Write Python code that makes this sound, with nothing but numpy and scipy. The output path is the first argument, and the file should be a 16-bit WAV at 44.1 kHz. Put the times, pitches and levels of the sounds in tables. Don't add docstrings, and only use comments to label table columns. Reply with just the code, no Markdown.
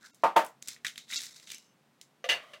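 import sys
import numpy as np
from scipy import signal
from scipy.fft import rfft, irfft, dct
from scipy.io import wavfile
from scipy.ndimage import uniform_filter1d

SR = 44100
rng = np.random.default_rng(int(sys.argv[2]) if len(sys.argv) > 2 else 0)


def invert_db(level):
    return 10 ** (np.asarray(level, dtype=float) / 20)


def unload_wav(signal):
    wavfile.write(
        sys.argv[1],
        SR,
        np.round(np.clip(np.atleast_2d(signal).T, -1, 1) * 32767).astype(np.int16),
    )


N = 114660
T = np.arange(N) / SR
SIZE = 16384
STRIKE_T = np.arange(SIZE) / SR


def unit(x):
    return x / np.sqrt(np.mean(x ** 2))


def curve(rows):
    s, db = np.array(rows).T
    return invert_db(np.interp(T, s, db, left=-150, right=-150))


def colour(x, points):
    hz, db = np.array(points).T
    f = np.fft.rfftfreq(len(x), 1 / SR) + 1
    gain = invert_db(np.interp(np.log(f), np.log(hz), db))
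    return irfft(rfft(x) * gain, len(x))


def reson(x, hz, width):
    return signal.lfilter(*signal.iirpeak(min(hz, .45 * SR), hz / width, SR), x)


def bank(x, peaks):
    return unit(sum(invert_db(db) * unit(reson(x, hz, width)) for hz, width, db in peaks))


def high_pass(x, order, hz):
    return signal.sosfilt(signal.butter(order, hz, "high", fs=SR, output="sos"), x)


def add(out, s, x):
    i = int(s * SR)
    out[i:i + len(x)] += x[:N - i]


def fade(t60):
    push_s = 0.00048
    return invert_db(-60 * STRIKE_T / t60) * (1 - np.exp(-STRIKE_T / push_s))


def ring(hz, db, t60, blur=1):
    beat_hz, longest_t60_s = 44.6, .2
    out = 0
    for f, d, r, c in zip(hz, db, t60, rng.standard_normal((len(hz), 3, 2))):
        wobble = sum(np.sign(b) * np.sin(np.pi * beat_hz * (1 + abs(a)) * STRIKE_T) for a, b in c[1:])
        beat = 1 + blur * wobble / 2
        tone = np.sin(2 * np.pi * f * STRIKE_T) * fade(min(r, longest_t60_s))
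        out = out + np.sign(c[0, 0]) * invert_db(d) * beat * tone
    return out / 2


def wash(points, low_s, high_s):
    x = unit(colour(rng.standard_normal(SIZE), points))
    low = signal.lfilter(*signal.butter(2, 2000, fs=SR), x)
    return low * fade(low_s) + (x - low) * fade(high_s)


# pitch_hz, level_db
AIR_COLOUR = [(30, -39.5), (80, -27), (145, -2.5), (290, -7.5), (450, -11), (1000, -13.5), (3000, -20.5),
              (16000, -35)]
# pitch_hz, width_hz, level_db
HUM = [(139.55, 13, -82), (230, 21, -78.5)]
# time_s, level_db
HUM_SWELL = [(0, 3.5), (.9, 3.5), (1.3, 3), (2.0, -8.5), (2.6, -1)]


def air():
    hiss = invert_db(-69) * unit(colour(rng.standard_normal(N), AIR_COLOUR))
    hum = sum(invert_db(db) * unit(reson(rng.standard_normal(N), hz, width)) for hz, width, db in HUM)
    return hiss + hum * curve(HUM_SWELL)


def slips():
    slips_per_s, scatter_db, rub_db = 3100, 4, 1
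    chance = rng.random((2, N))
    happens = chance[0] < slips_per_s / SR
    size = invert_db(-scatter_db * np.log(chance[1] + .02))
    sign = np.sign(chance[1] * 13000.0 % 1 - .5)
    return unit(happens * size * sign) + invert_db(rub_db) * rng.standard_normal(N)


# time_s, level_db
RIM = [(0.0, -90), (0.026, -61), (0.046, -53), (0.13, -81)]


def rim():
    hz, width_hz = 1546, 390
    return unit(reson(reson(slips(), hz, width_hz), hz, width_hz)) * curve(RIM)


# time_s, level_db
FLAP = [(1.545, -73), (1.551, -49), (1.62, -72), (1.68, -72), (1.74, -81)]
# pitch_hz, width_hz, level_db
FLAP_TONES = [(6150, 53, -5), (5380, 110, -7), (2880, 140, -4.5)]


def flap():
    return bank(slips(), FLAP_TONES) * curve(FLAP)


# time_s, level_db
MOUTH = [(.97, -70), (1.0, -57), (1.07, -70.5), (1.085, -62), (1.13, -41), (1.162, -45), (1.19, -47.5),
         (1.3, -65), (1.4, -73.5)]


def mouth():
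    return bank(slips(), [(3800, 170, 0)]) * curve(MOUTH)


# time_s, level_db
SETTLE = [(2.36, -52), (2.412, -58), (2.436, -53.5), (2.452, -58), (2.53, -58), (2.538, -50), (2.6, -72)]
# pitch_hz, width_hz, level_db
HOLLOW = [(632, 68, -0.5), (1150, 110, -1.5), (1968, 180, -6), (3000, 160, -7.5)]


def settle():
    return bank(slips(), HOLLOW) * curve(SETTLE)


# pitch_hz, width_hz, level_db
POCKET = [(2100, 250, -4), (3700, 500, -9.5), (5330, 400, -8.5), (6280, 900, -4.5), (7340, 400, -3)]


def cavity(x):
    return sum(invert_db(db) * reson(x, hz, width) for hz, width, db in POCKET)


# time_s, level_db
SCRAPE = [(1.07, -73), (1.106, -44.5), (1.16, -40), (1.2, -41), (1.33, -57.5), (1.364, -52), (1.452, -64),
          (1.48, -65)]
# time_s, level_db
FUMBLE = [(.62, -62), (.672, -58), (.69, -41.5), (.75, -57.5), (.8, -79.5), (.9, -66), (1.0, -64),
          (1.075, -72)]
# time_s, level_db
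SHIFT = [(0.0, -103), (0.01, -68.5), (0.06, -55.5), (0.136, -74), (0.142, -86), (0.222, -71), (0.23, -73)]
# time_s, level_db
WITHDRAW = [(1.44, -82), (1.468, -67), (1.475, -58), (1.515, -50), (1.56, -57.5), (1.62, -64.5),
            (1.744, -87)]
# pitch_hz, level_db
SCRAPE_COLOUR = [(290, -55), (500, -26.5), (1420, -9.5), (2190, -5.5), (3060, -10), (3810, 1), (4470, 0.5),
                 (6140, -4), (16000, -20)]


def scrape():
    x = slips()
    x = unit(unit(colour(x, SCRAPE_COLOUR)) + invert_db(-6.5) * unit(cavity(x)))
    grain = np.repeat(rng.standard_normal(N // 200 + 1), 200)
    grain_db = 3.0 * uniform_filter1d(grain, size=150)[:N]
    x = unit(x * invert_db(grain_db))
    thin = high_pass(x, 4, 2100)
    return x * (curve(SCRAPE) + curve(FUMBLE) + curve(SHIFT)) + thin * curve(WITHDRAW)


# start_s, level_db (peak), pitch_hz, tail_db (room)
TICKS = [(.0104, -62, 4120, -9), (0.1457, -47.5, 8900, -16.5), (0.448, -32, 11000, -23),
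         (0.464, -36, 10300, -20.5), (0.6249, -31.5, 6730, -28), (0.6743, -30.5, 5800, -19),
         (0.684, -23.5, 7200, -31), (.7632, -45, 1920, -14.5), (.8474, -22, 1763, -13),
         (0.8667, -22.5, 3760, -18), (0.8812, -37, 5670, -43), (0.882, -32.5, 3060, -17),
         (0.9583, -38, 3130, -21), (0.9787, -28, 3660, -19), (1.1019, -35.5, 1900, -15),
         (1.1233, -31.5, 2100, -14), (1.1284, -29, 2340, -19), (1.2181, -29.5, 5800, -30),
         (1.2346, -31.5, 5520, -16), (1.2564, -34, 6540, -22.5), (1.3982, -44.5, 3880, -16),
         (1.4731, -41, 3770, -11.5), (1.5021, -31, 3650, -21), (1.5139, -34, 3920, -17),
         (1.5459, -32, 6150, -30), (1.4815, -50, 3000, -33), (1.4922, -41, 3960, -20),
         (1.5201, -36, 2330, -30), (1.535, -41, 3480, -20), (1.5828, -40.5, 6240, -28),
         (2.0133, -37, 5300, -20.5), (.6868, -29, 5000, -25), (1.4406, -54, 6300, -17),
         (1.0815, -50.5, 3570, -24), (1.135, -28, 3700, -14), (1.1495, -34.5, 5160, -20),
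         (1.1597, -25.5, 3870, -15.5), (1.165, -21.5, 5100, -17.5), (1.1885, -46, 7300, -25),
         (1.2045, -36, 5800, -31), (1.2423, -41, 6000, -28), (1.2532, -45, 4540, -26),
         (1.4712, -47, 3780, -24), (1.5048, -45, 5200, -20), (1.5178, -29, 6300, -26),
         (1.5225, -48, 3920, -23), (1.5298, -45, 5000, -29), (1.5415, -41, 2290, -33),
         (1.5512, -43.5, 2930, -16)]
# pitch_hz, level_db
TICK_COLOUR = [(300, -50.5), (900, -10), (1640, -2), (2790, -4), (3760, -4.5), (5000, -7), (7440, -5.5),
               (16000, -12.5)]


def ticks():
    lean_db, snap_share = 6.5, 0.058
    crack_db, crack_t60_s, pocket_db, thump_db = -4.5, .011, -0.5, -15.5
    out = np.zeros(N)
    for s, db, hz, tail_db in TICKS:
        lean = [(f, d - lean_db * abs(np.log2(f / hz))) for f, d in TICK_COLOUR]
        snap = np.sin(2 * np.pi * hz * STRIKE_T) * fade(2.5 / (hz * snap_share))
        crack = unit(colour(rng.standard_normal(SIZE), lean))
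        crack = crack * invert_db(crack_db - 60 * STRIKE_T / crack_t60_s)
        tail = wash(lean, 0.16, .17)
        tail = tail + invert_db(pocket_db) * cavity(tail)
        add(out, s, invert_db(db) * (snap + crack + invert_db(tail_db) * tail))
    high = high_pass(out, 3, 1300)
    thump = reson(np.abs(high), 330, 620)
    return high + invert_db(thump_db) * signal.lfilter(*signal.butter(1, 30, "high", fs=SR), thump)


# start_s, level_db, end_struck (0 low to 1 high)
DROPS = [
    (2.2415, -27.5, .1),
    (2.2885, -26.5, 1),
    (2.2908, -23, 1),
    (2.2975, -24, 0.95),
    (2.3062, -25, 0.64),
    (2.318, -25, 0.71),
    (2.33, -33.5, 0.66),
    (2.5345, -43, 0.82),
]
# pitch_hz, low_end_db, high_end_db, t60_s
FOLDER = [(515, 0.5, -16, 0.25), (581.3, -9.5, -13.5, 0.25), (691, -3.5, -19, 0.26),
          (1186, -2.5, -21, 0.082), (1737, -3.5, -1.5, 0.096), (2022, -8, -5, 0.16),
          (2390, -11, -19, 0.095), (2790, -10, -1, 0.18), (2930, -14, 1, 0.12), (3077, -11, -1, 0.078),
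          (3700, -27, -7, 0.21), (4450, -25, -15, 0.26), (4745, -30, -12.5, 0.2), (6150, -20, -13, 0.15)]
# pitch_hz, level_db
DROP_COLOUR = [(100, -25), (300, -21.5), (620, -10.5), (1230, -10.5), (1800, -3), (3000, 0.5), (6000, -15),
               (16000, -31)]


def drops():
    low_end_damp = 0.68
    out = np.zeros(N)
    hz, low, high, t60 = np.array(FOLDER).T
    for s, db, end in DROPS:
        noise = wash(DROP_COLOUR, 0.29, 0.17) * invert_db(-3.5 - 10.7 * (1 - end))
        slap = invert_db(-1) * ring([2925, 1900, 6150], [0, 0, -6], [0.019] * 3)
        damp = np.where(hz > 1500, low_end_damp + (1 - low_end_damp) * end, 1)
        tones = ring(hz, low + end * (high - low), t60 * damp)
        add(out, s, invert_db(db) * (tones + noise + slap))
    return out


# start_s, level_db, brightness_db (per octave), contact (0 edge to 1 flat)
JAR_HITS = [
    (.2357, -13.5, -2, 0),
    (0.2442, -19.5, -6.5, 0.18),
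    (.2555, -21.5, -7.5, 0),
    (0.3587, -29, -4.5, 1),
    (0.3628, -7, -0.5, 0.96),
]
# pitch_hz, edge_db, flat_db, t60_s
JAR = [(330.3, -18, -18.5, 0.17), (462, -17.5, -18, .18), (555, -5.5, -16, 0.33), (622, -14, -10, 0.19),
       (702.3, 1.5, -6, 0.093), (790, -8.5, -19.5, 0.24), (906, 0.5, 2, .16), (995, -7, -9.5, .12),
       (1070, -8.5, -13, 0.12), (1148, -4.5, -18.5, 0.13), (1225, -6, -16.5, 0.18),
       (1372, -15, -17.5, 0.11), (1590, -21, -15.5, .16), (1900, -21.5, -17, 0.13)]
# pitch_hz, level_db
JAR_COLOUR = [(100, -49.5), (250, -16.5), (400, -15), (650, -6.5), (1000, -4.5), (1600, -12.5),
              (3000, -18.5), (5000, -26.5), (16000, -38)]
# start_s, pitch_hz, level_db, t60_s
JUMPS = [(0.245, 2330, -21, .03), (.3635, 3200, -19, .015), (0.3641, 1900, -19, .02),
         (0.374, 2940, -23, .045)]


def jar():
    blur = .22
    out = np.zeros(N)
    hz, edge, whole, t60 = np.array(JAR).T
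    for s, db, tilt_db, flat in JAR_HITS:
        noise = wash(JAR_COLOUR, 0.24, 0.21)
        noise = colour(noise, [(2000, 0.025), (16000, 3 * tilt_db)])
        tones = ring(hz, edge + flat * (whole - edge), t60, blur)
        table = ring([190, 70], [0, -12], [.25, .2])
        add(out, s, invert_db(db) * (tones + invert_db(-12.5) * noise + invert_db(-26.5) * table))
    for s, f, db, r in JUMPS:
        add(out, s, ring([f], [db], [r], blur))
    return out


def scene():
    knocks = high_pass(jar(), 2, 120)
    background = air() + rim() + flap() + mouth() + settle()
    return (background + scrape() + ticks() + drops() + knocks)[None]


# centre_s, keep_above (times the nearby level), gain
THIN_MOMENTS = [(.123, 2.2, 1.6), (1.174, 1.3, 1.8)]
# pitch_hz, level_db (over the nearby level)
SURVIVORS = [(291, 14), (1390, 16.5), (2190, 11), (2730, 18), (8330, 13), (9880, 8), (10700, 7), (11000, 7),
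             (13100, 18), (13600, 8)]
# low_hz, high_hz
RICH_HZ = (3200, 8000)


def thin_out(x, size=2048):
    x = x.copy()
    window = 1.45 * np.sin(np.pi * (np.arange(size) + .5) / size) ** 2 - .25
    window = np.clip(window, 0, 1) ** .5
    hz = (np.arange(size) + .5) * SR / 2 / size
    for s, keep, gain in THIN_MOMENTS:
        part = slice(int(s * SR) - size // 2, int(s * SR) + size // 2)
        lines = dct(window * x[0, part], type=4, norm="ortho")
        local = np.sqrt(uniform_filter1d(lines ** 2, size=41))
        strong = np.abs(lines) > keep * local
        kept = gain * lines * strong * (hz > RICH_HZ[0]) * (hz < RICH_HZ[1])
        for f, db in SURVIVORS:
            near = np.abs(hz - f) < SR / 2 / size
            kept[near] = (invert_db(db) * local * np.sign(lines))[near]
        x[0, part] += window * (dct(kept, type=4, norm="ortho") - window * x[0, part])
    return x


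def band_limit(x):
    return signal.sosfilt(signal.butter(12, 16800, fs=SR, output="sos"), x)


def record(dry):
    treble_cut = signal.ellip(8, .2, 50, 16000, fs=SR, output="sos")
    mix = signal.sosfilt(treble_cut, thin_out(dry))
    return band_limit(mix)


dry = scene()
out = record(dry)
unload_wav(out)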